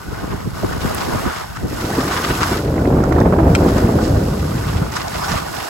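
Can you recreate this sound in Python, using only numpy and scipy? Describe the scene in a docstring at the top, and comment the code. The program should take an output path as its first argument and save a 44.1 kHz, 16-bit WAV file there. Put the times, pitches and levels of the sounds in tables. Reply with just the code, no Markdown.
"""Skis on grainy snow, wind at the microphone

Close by a hand-held camera with two microphone ports, skis hiss and scrape down a groomed slope: filtered
noise and grain clicks, pressed harder in each turn. They slap lumps (damped tones), bite on ridges (bursts
of coarse grain) and squeak on ice (narrow noise); hard bits click and gear clacks. Wind, two colours of
unsteady noise, buffets the ports, swells to a roar on the fast, flat-running stretch and dies away in the
last turn."""
import sys
import numpy as np
from scipy import signal
from scipy.fft import rfft, irfft
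from scipy.io import wavfile
from scipy.ndimage import uniform_filter1d

SR = 44100
rng = np.random.default_rng(int(sys.argv[2]) if len(sys.argv) > 2 else 0)


def log_audio(samples):
    """Write samples as a 16-bit WAV file to the path given in sys.argv[1]."""
    # one column per channel
    frames = np.atleast_2d(samples).T
    # limit to full scale, then quantise
    limited = np.clip(frames, -1, 1)
    pcm = np.round(limited * 32767).astype(np.int16)
    wavfile.write(sys.argv[1], SR, pcm)


N = 250929
TIME, BINS = np.arange(N) / SR, np.fft.rfftfreq(N, 1 / SR)  # seconds, Hz

# strong single eddies that hit the microphone: t/s, slap level/dB, thump level/dB (relative)
EDDIES = [(0.084, -34, -21), (0.125, -33, -26), (0.237, -24, -22), (0.337, -24.5, -18), (0.472, -25.5, -17),
          (0.644, -17, -14), (0.777, -33, -21), (0.849, -21.5, -16), (1.089, -24.5, -25),
          (1.152, -24, -15.5), (1.271, -17, -13.5), (1.636, -24, -14.5), (1.656, -20, -32),
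          (1.726, -25, -24), (1.84, -25, -20), (1.987, -12.5, -17), (2.307, -12.5, -13), (2.523, -18, -23),
          (2.879, -12, -34), (3.211, -21, -12), (4.756, -27, -11), (4.812, -26, -9.5), (5.321, -35, -15),
          (5.352, -31, -16)]


def gain_of(db):
    """Decibels to amplitude."""
    return 10 ** (np.asarray(db) / 20)


def evened(x):
    """Scales to rms 1 over all channels together."""
    return x / np.sqrt(np.mean(x ** 2) + 1e-20)


def read(points, hz):
    """A spectrum table on a log-frequency axis."""
    f, value = np.transpose(points)
    return np.interp(np.log(hz + 1), np.log(f), value)


def follow(rows, t):
    """The columns of a curve table at times t."""
    s, *columns = np.transpose(rows)
    return [np.interp(t, s, c) for c in columns]


def coloured(x, db):
    """Filters x by a gain for each frequency bin; rms 1."""
    return evened(irfft(rfft(x) * gain_of(db), N))


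def band(x, hz, octaves):
    """Keeps a broad band of x around hz, with steep skirts; rms 1."""
    distance = np.log2((BINS + 1) / hz) / octaves
    return coloured(x, -20 * np.log10(1 + .42 * distance ** 4))


def narrow(hz, width_hz):
    """Noise in one sharp resonance, the same in both channels; rms 1."""
    return coloured(noise(channels=1), -20 * np.log10(1 + (2 * (BINS - hz) / width_hz) ** 2))


def split(x, hz):
    """The parts of x below and above hz."""
    low = irfft(rfft(x) / (1 + (BINS / hz) ** 4), N)
    return low, x - low


def ears(points):
    """A left-minus-right table as dB for each channel."""
    return np.array([[.5], [-.5]]) * read(points, BINS)


def noise(channels=2):
    """White noise for each channel."""
    return rng.standard_normal((channels, N))


def unrest(rate, depth_db, channels=1):
    """A random gain of mean power 1 that wanders up to about rate times a second, with little slow drift."""
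    shape = BINS / (BINS + 8) / np.sqrt(1 + (BINS / rate) ** 4)
    wander = evened(irfft(rfft(noise(channels)) * shape, N))
    return evened(gain_of(depth_db * np.clip(wander, -2.5, 2.5)))


def patchy(x, depth_db, wide_hz, long_s):
    """Random patches of pitch and time stand out and sink back; rms 1."""
    z = signal.stft(x, SR, nperseg=512, noverlap=384)[2]
    bins = max(round(wide_hz * 512 / SR), 1)
    frames = max(round(long_s * SR / 128), 1)
    field = uniform_filter1d(rng.standard_normal(z.shape[1:]), bins, axis=0)
    field = uniform_filter1d(field, frames, axis=1)
    patched = z * gain_of(depth_db * evened(field))
    return evened(signal.istft(patched, SR, nperseg=512, noverlap=384)[1][:, :N])


def swell(s, length):
    """A smooth bump centred on s, length seconds wide at 1/e of its height."""
    return np.exp(-np.minimum((2 * (TIME - s) / length) ** 2, 50))


def wind(fray_hz=720, fray_growth=0.21, full_speed_db=-18.0, wake_db=-10, wake_s=0.042):
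    """Large eddies rumble and smaller ones flutter; the smallest come in spurts and grow with air speed."""
    # air stream at the microphone, strongest on the fast stretch: t/s, rumble level/dB, flutter level/dB
    air_stream = [(0.0, -44, -47), (0.1, -33.5, -39), (0.55, -32, -41), (0.7, -32.5, -33.5),
                  (1.27, -32.5, -31), (1.33, -38, -49), (1.52, -35, -52), (1.64, -31, -36),
                  (1.8, -29.5, -32.5), (1.85, -30.5, -23.5), (2.45, -26.5, -27), (3.0, -17.5, -16),
                  (3.5, -17.5, -17), (4.1, -21, -20.5), (4.35, -19, -25.5), (4.83, -24, -33.5),
                  (5.0, -31.5, -39), (5.36, -29, -38.5), (5.62, -37, -39), (5.69, -55, -49)]
    # gusts that surge out of the stream: t/s, length/s, rumble level/dB, flutter level/dB
    gusts = [(0.3, 0.13, -30, -35), (0.713, 0.073, -26, -45), (0.86, 0.074, -24.5, -32),
             (2.415, 0.027, -20, -21), (2.7, 0.06, -16, -21), (2.818, 0.018, -9, -16.5),
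             (2.92, 0.033, -20, -23), (2.98, 0.094, -17, -20.5), (3.188, 0.062, -22, -15.5),
             (3.213, 0.039, -11.5, -23), (3.265, 0.035, -21, -11.5), (3.342, 0.021, -17, -14),
             (3.399, 0.045, -16, -13.5), (3.47, 0.077, -13, -15), (3.512, 0.035, -12, -20),
             (3.599, 0.075, -14, -18), (3.66, 0.067, -17.5, -14), (3.77, 0.045, -22, -16),
             (3.844, 0.03, -13, -18), (3.902, 0.073, -24, -19), (3.961, 0.035, -22, -18.5),
             (4.027, 0.019, -12, -16), (4.147, 0.12, -18, -23), (4.83, 0.055, -29, -25)]
    # colour of the rumble and of the flutter: f/Hz, level/dB
    rumble_colour, flutter_colour = [(15, -42), (30, -11), (48, 0.5), (72, 3), (120, 1.5), (190, -3),
                                     (300, -18), (600, -56)], [(90, -8), (190, 4.5), (290, 6), (450, 0.5),
                                                     (650, -4.5), (1000, -17), (1500, -23), (2500, -38.5),
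                                                     (5000, -80), (12000, -74)]
    # side on which the flutter is heard: f/Hz, left minus right/dB
    flutter_side = [(300, -0.5), (420, -4), (560, 6), (740, -3), (950, -10.5), (1200, 0), (2500, -1)]

    stream = np.array(follow(air_stream, TIME))
    surge = sum(gain_of(levels)[:, None] * swell(s, length) for s, length, *levels in gusts)
    # each buffet also stirs the air around it
    stirred = sum(gain_of([[thump], [slap]]) * swell(s, wake_s) for s, slap, thump in EDDIES)
    wake = gain_of(wake_db) * stirred
    rumble_force, flutter_force = np.sqrt(gain_of(stream) ** 2 + surge ** 2 + wake ** 2)

    rumble = coloured(noise(), read(rumble_colour, BINS)) * unrest(rate=47, depth_db=2.5)
    flutter = coloured(noise(), read(flutter_colour, BINS) + ears(flutter_side))
    flutter = flutter * unrest(rate=350, depth_db=2.5)
    body, fine = split(flutter, fray_hz)
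    spurts = unrest(rate=80, depth_db=3.0, channels=2)
    fray = fine * spurts * gain_of(fray_growth * (stream[1] - full_speed_db))
    return rumble_force * rumble + flutter_force * (body + fray)


def buffets(slap_db=-3, slap_hz=280, slap_s=0.019, thump_db=1, thump_hz=78, thump_s=0.0051, lag_s=0.0077):
    """Each eddy slaps the ports with a burst of noise, and a brief pressure swing follows as it passes."""
    slap_force = sum(gain_of(db) * swell(s, slap_s) for s, db, _ in EDDIES)
    slap = slap_force * band(noise(), slap_hz, octaves=0.55)
    thump = np.zeros(N)
    for (s, _, db), (size, turn) in zip(EDDIES, rng.random((len(EDDIES), 2))):
        hz = thump_hz * 2 ** (size - .5)  # up to half an octave either way
        swing = np.sin(2 * np.pi * (hz * (TIME - s) + turn))
        thump += gain_of(db) * swell(s + lag_s, thump_s) * swing
    return gain_of(slap_db) * slap + gain_of(thump_db) * thump


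def rips(level_db=-10.5, left_db=-13, rise_s=0.0029):
    """Fast air tears across the right port in short, abrupt rasps, some dull and some bright."""
    # eddies that tear at the right port: t/s, relative level/dB, centre f/Hz
    tears = [(2.778, -13.5, 1140), (2.852, -14, 1230), (2.87, -16, 600), (2.926, -11, 700),
             (2.965, -2, 600), (3.035, -7, 920), (3.122, -4.5, 1100), (3.163, -8, 950), (3.183, -5, 760),
             (3.213, -5.5, 950), (3.266, -15, 1050), (3.324, -5.5, 850), (3.387, -3, 800), (3.477, -8, 645),
             (3.62, -15, 700), (3.648, -15, 895), (3.683, -8, 750), (3.782, -8.5, 800), (3.869, -18, 1400),
             (3.887, -6.5, 600), (3.986, -5.5, 800), (4.068, -12, 900), (4.16, -9, 700)]
    out, air = np.zeros(N), noise(channels=1)
    for s, db, hz in tears:
        span = slice(round(s * SR), round((s + 12 * rise_s) * SR))
        age = np.maximum(TIME[span] - s, 0) / rise_s
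        envelope = age * np.exp(1 - age)  # fades over a few times its rise
        port = signal.butter(3, [hz / 2, hz * 2], "bandpass", fs=SR, output="sos")
        # the membrane is driven to its limit
        limited = np.tanh(evened(signal.sosfilt(port, air[0, span])))
        out[span] += gain_of(db) * envelope * evened(signal.sosfilt(port, limited))
    return out * gain_of(level_db) * gain_of([[left_db], [0]])


def knocks(level_db=-11, contact_s=0.0028, crack_db=-4, crack_hz=4500):
    """Ski gear clacks together and bounces: a gritty contact that cracks and briefly rings the gear."""
    # blows: t/s, relative level/dB
    blows = [(3.551, -12.3), (3.5576, -21)]
    # what the gear rings with: f/Hz, relative level/dB, t60/s
    gear_modes = [(1400, 14, 0.027), (2040, 7.5, 0.017), (2420, 12, 0.021), (2680, 5.5, 0.028),
                  (3160, 6, 0.026), (4110, 2, 0.028), (4470, -5, .014), (5230, -1, 0.095),
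                  (5870, -11, 0.027), (7160, -19, 0.0073), (7950, 8, 0.011), (11100, 1, 0.0054)]
    contact = sum(gain_of(db) * swell(s, contact_s) for s, db in blows)
    crack = contact * band(noise(), crack_hz, octaves=0.56)

    t = TIME[:4000]
    ring = np.zeros((2, len(t)))
    phases = rng.uniform(0, 2 * np.pi, (len(gear_modes), 2, 1))
    for (hz, db, t60), phase in zip(gear_modes, phases):
        decay = np.exp(-np.log(1000) * t / t60)
        ring += gain_of(db) * decay * np.sin(2 * np.pi * hz * t + phase)
    impulses = np.zeros(N)
    for s, db in blows:
        impulses[round(s * SR)] += gain_of(db)
    rung = signal.oaconvolve(impulses[None], ring)[:, :N]
    return gain_of(level_db) * rung + gain_of(crack_db) * crack


def clicks(level_db=-3):
    """Each hard bit on the skis gives a bright snap of noise that dies within milliseconds."""
    # hard bits: t/s, relative level/dB, centre f/Hz, t60/s
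    hard_bits = [(0.947, -16.5, 10200, 0.018), (2.252, -20, 3400, 0.013), (2.425, -14, 2900, 0.015),
                 (3.039, -23, 5650, 0.016), (3.125, -24.5, 4500, 0.022), (3.203, -22, 5050, 0.01),
                 (3.78, -22, 4900, 0.019), (4.9225, -26, 5460, 0.016), (5.0813, -19.5, 5060, 0.021)]
    out = np.zeros((2, N))
    for s, db, hz, t60 in hard_bits:
        age = np.maximum(TIME - s, 0)
        decay = (TIME >= s) * np.exp(-np.minimum(np.log(1000) * age / t60, 50))
        out += gain_of(db) * decay * band(noise(), hz, octaves=0.45)
    return gain_of(level_db) * out


def bumps(rise_s=0.0022, hollow_ratio=1.56, hollow_db=-8):
    """A ski slaps a lump of packed snow: a dull two-tone knock that the snow damps at once."""
    # lumps: t/s, level/dB, pitch f/Hz
    lumps = [(0.631, -18, 623), (0.709, -20, 455), (0.842, -23, 470), (0.903, -23, 790),
             (1.146, -18.5, 610), (5.338, -17, 650)]
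    out, t = np.zeros(N), TIME[:2000]
    shape = t / rise_s * np.exp(1 - t / rise_s)
    for (s, db, hz), (first, second) in zip(lumps, rng.random((len(lumps), 2))):
        knock = np.sin(2 * np.pi * (hz * t + first))
        hollow = np.sin(2 * np.pi * (hollow_ratio * hz * t + second))
        out[round(s * SR):][:len(t)] += gain_of(db) * shape * (knock + gain_of(hollow_db) * hollow)
    return out


def squeaks(width_hz=260, left_db=-6):
    """A loaded edge sticks and slips on ice in thin, bright rasps of narrow noise, stronger on the right."""
    # rasps: t/s, length/s, pitch f/Hz, level/dB on the right
    icy_rasps = [(5.222, 0.028, 5030, -31), (5.248, 0.016, 5080, -29.5), (5.292, 0.021, 5700, -30),
                 (5.325, 0.016, 5730, -35)]
    rasps = sum(gain_of(db) * swell(s, length) * narrow(hz, width_hz) for s, length, hz, db in icy_rasps)
    return rasps * gain_of([[left_db], [0]])


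def grains(per_s, spread_db):
    """Snow crystals break: a random train of clicks, most near the smallest size and a few larger; rms 1."""
    size = gain_of(spread_db * np.minimum(rng.exponential(1, (2, N)), 4))
    return evened(size * np.sign(noise()) * (rng.random((2, N)) < per_s / SR))


def friction(press_curve=0.4, release_s=0.13):
    """Strength of the hiss and of the low scrape: each turn presses, holds and releases over the flat run."""
    # skis running flat between turns: t/s, friction level/dB
    flat_run = [(0, -41.5), (1.55, -40), (2.7, -39.5), (2.9, -41), (3.35, -42), (4.9, -41.5)]
    # the edges are set and skid: start t/s, length/s, time to full pressure/s, friction level/dB,
    # extra low scrape/dB
    turns = [(0.09, 0.41, 0.031, -46, 8.5), (0.537, 0.37, 0.07, -37.5, 3), (0.8, 0.55, 0.056, -32.5, 3),
             (1.22, 0.29, 0.088, -36, 4), (1.667, 0.99, 0.61, -28.5, 0.2), (3.47, 0.48, 0.26, -34, 0.5),
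             (3.87, 1, 0.03, -37, -2), (4.402, 0.6, 0.4, -39, 5), (4.915, 0.23, 0.0072, -35, 2.5),
             (5.029, 0.44, 0.57, -27, 1.4), (5.37, 0.42, 0.3, -31, 1)]
    hiss = scrape = gain_of(follow(flat_run, TIME)[0]) ** 2
    for start, length, press_s, db, edging_db in turns:
        # pressure builds quickly at first, then lets go as the skis flatten
        press = np.clip((TIME - start) / press_s, 0, 1) ** press_curve
        release = np.clip((start + length - TIME) / release_s, 0, 1)
        skid = gain_of(db) * press * release
        hiss = hiss + skid ** 2
        scrape = scrape + (gain_of(edging_db) * skid) ** 2
    return np.sqrt(hiss), np.sqrt(scrape)


def crumbs(level_db=-13, centre_hz=2800, crush_s=0.0043):
    """Now and then a frozen crumb is crushed in a short puff of noise, loudest under a loaded edge."""
    _, scrape_level = friction()
    keep = np.exp(-1 / (crush_s * SR))
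    crush = signal.lfilter([1], np.poly([keep, keep]), abs(grains(per_s=79, spread_db=12)))
    return gain_of(level_db) * scrape_level * band(crush * noise(), centre_hz, octaves=0.93)


def ski_body(drive):
    """Friction passes through skis and snow and reaches the two ports; rms 1."""
    # colour of ski on snow: f/Hz, level/dB
    snow_colour = [(100, -39), (300, -5.5), (480, 0), (720, 1.5), (1100, 1.5), (1500, -4.5), (1850, -6),
                   (2400, -11), (3500, -12), (5000, -12.5), (8000, -16.5), (11000, -8), (13000, -14.5),
                   (16000, -13.5)]
    # resonances and hollows that colour the scrape: f/Hz, width/Hz, level/dB
    resonances = [(540, 116, -2.5), (617, 93, 4.5), (1230, 100, 1.5), (1482, 47, 6), (2770, 130, 3),
                  (5010, 38, 4.5)]
    # where the skis are heard: f/Hz, left minus right/dB
    ski_side = [(400, -1.5), (700, -3), (1100, 0), (2200, 1.5), (3100, -1.5), (4300, -6.5), (5400, -12),
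                (6700, -1.5), (8000, -12)]
    # likeness of the two channels: f/Hz, correlation (-1 to 1)
    ski_same = [(250, 0.5), (400, -0.23), (510, -0.87), (590, -0.89), (700, -0.12), (900, 0.19),
                (1250, 0.38), (1950, 0.45), (2900, 0.11), (5600, -0.019), (7200, 1), (8400, -0.56)]
    same = np.clip(read(ski_same, BINS), -.99, .99)
    left, other = rfft(drive)
    right = same * left + np.sqrt(1 - same ** 2) * other
    pair = irfft(np.array([left, right]), N)
    rings_db = sum(db / (1 + (2 * (BINS - hz) / width) ** 2) for hz, width, db in resonances)
    return coloured(pair, read(snow_colour, BINS) + rings_db + ears(ski_side))


def bites(spray_db=4.5, crunch_hz=1350, scratch_hz=2800, spray_hz=5800):
    """An edge judders across a ridge: a burst of coarse crunch, a scratch on top and a spray of ice."""
    # ridges: t/s, length/s, crunch level/dB, scratch level/dB, relative spray level/dB
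    ridges = [(0.318, 0.028, -30, -42.5, -54), (0.73, 0.021, -22, -40, -43), (0.87, 0.066, -30, -57, -57),
              (1.014, 0.022, -26, -33, -36), (1.19, 0.023, -25, -41, -50), (1.278, 0.057, -26, -39, -52),
              (1.37, 0.13, -29.5, -39, -43), (1.568, 0.023, -27, -43, -46), (2.01, 0.11, -24, -54, -42),
              (2.082, 0.0097, -20.5, -46, -48), (2.127, 0.044, -19.5, -32, -34.5),
              (2.172, 0.037, -24, -29, -40), (2.249, 0.016, -21, -21.5, -34), (2.292, 0.012, -31, -35, -48),
              (2.31, 0.019, -20.5, -26.5, -47), (2.35, 0.035, -28, -39, -49), (2.414, 0.017, -21, -31, -35),
              (2.433, 0.029, -16, -29, -31), (2.473, 0.025, -23, -38, -35), (2.532, 0.091, -27, -36, -41),
              (3.694, 0.026, -29, -40, -38), (3.783, 0.043, -28, -38, -43), (4.049, 0.09, -45, -43, -38.5),
              (4.697, 0.067, -34, -39, -45), (4.775, 0.017, -55, -32.5, -43), (4.968, 0.035, -23, -35, -34),
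              (5.015, 0.032, -30, -31.5, -39), (5.152, 0.039, -31, -35, -40),
              (5.245, 0.014, -25.5, -38, -32), (5.294, 0.024, -25, -32, -38), (5.321, 0.027, -25, -34, -36),
              (5.378, 0.065, -27, -34.5, -41), (5.606, 0.011, -34, -27, -45)]
    judder = unrest(rate=330, depth_db=2.6)
    coarse = ski_body(judder * grains(per_s=1900, spread_db=0.3))
    crunch, scratch, spray = sum(gain_of(levels)[:, None] * swell(s, length)
                                 for s, length, *levels in ridges)
    return (crunch * band(coarse, crunch_hz, octaves=0.46)
            + scratch * band(coarse, scratch_hz, octaves=0.41)
            + gain_of(spray_db) * spray * band(coarse, spray_hz, octaves=0.52))


def ski_ring(level_db=-44, ring_hz=1475, width_hz=110):
    """The skis keep ringing faintly as they run, also between turns."""
    return gain_of(level_db) * narrow(ring_hz, width_hz) * unrest(rate=5.7, depth_db=7.0)


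def skis(scrape_db=8.0, hiss_db=7.5, split_hz=2600, grainy=0.54):
    """The edges chatter in a clumpy low scrape while the bases hiss more evenly, both through the skis."""
    hiss_level, scrape_level = friction()
    rough = noise() + grainy * grains(per_s=2500, spread_db=3.5)
    low, high = split(rough, split_hz)
    clumps = low.std() * patchy(low, depth_db=3.0, wide_hz=350, long_s=0.017)
    chatter = clumps * unrest(rate=150, depth_db=1.6)
    rush = high * unrest(rate=86, depth_db=0.96)
    scrape, hiss = split(ski_body(chatter + rush), split_hz)
    return gain_of(scrape_db) * scrape_level * scrape + gain_of(hiss_db) * hiss_level * hiss


def centred(x):
    """Below a moving pitch the bass of the whole sound draws to the centre."""
    # pitch below which the channels merge: t/s, f/Hz
    merge_pitch = [(1.76, 60), (1.82, 574), (3.5, 640), (4.4, 350), (4.9, 188), (5.6, 140)]
    hz, t, (left, right) = signal.stft(x, SR, nperseg=1024, noverlap=768)
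    apart = 1 - 1 / (1 + (hz[:, None] / follow(merge_pitch, t)[0]) ** 5)
    mid, side = (left + right) / 2, apart * (left - right) / 2
    pair = np.array([mid + side, mid - side])
    return signal.istft(pair, SR, nperseg=1024, noverlap=768)[1][:, :N]


def scene(air_db=4.0):
    """Skis below, wind at the microphone."""
    # the skis drift to the right as the camera swings round: t/s, left minus right/dB
    camera_swing = [(0, 1.4), (3.5, 1.1), (5.69, -0.5)]
    snow = skis() + ski_ring() + bites() + squeaks() + bumps() + crumbs() + clicks() + knocks()
    swing = gain_of(np.array([[.5], [-.5]]) * follow(camera_swing, TIME)[0])
    air = gain_of(air_db) * (wind() + buffets()) + rips()
    return centred(swing * snow + air)


def record(dry, ceiling=1.0, low_cut_hz=32, top_shared_hz=8600, top_delay_s=.000208, edge_hz=15900):
    """Cuts the deepest bass, makes the treble one signal, rounds the peaks and limits the band."""
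    left, right = rfft(dry) * (1 - 1 / (1 + (BINS / low_cut_hz) ** 6))
    # the top is shared: the right carries the left's, inverted and delayed
    shared = np.clip((BINS - top_shared_hz) / 600 + .5, 0, 1)
    delayed = left * np.exp(-2j * np.pi * BINS * top_delay_s)
    right = np.sqrt(1 - shared) * right - np.sqrt(shared) * delayed
    wide = irfft(np.array([left, right]), N)
    rounded = wide / (1 + (wide / ceiling) ** 6) ** (1 / 6)
    lowpass = signal.firwin(511, edge_hz, window=("kaiser", 9), fs=SR)
    return signal.oaconvolve(rounded, lowpass[None], "same")


dry = scene()
out = record(dry)
log_audio(out)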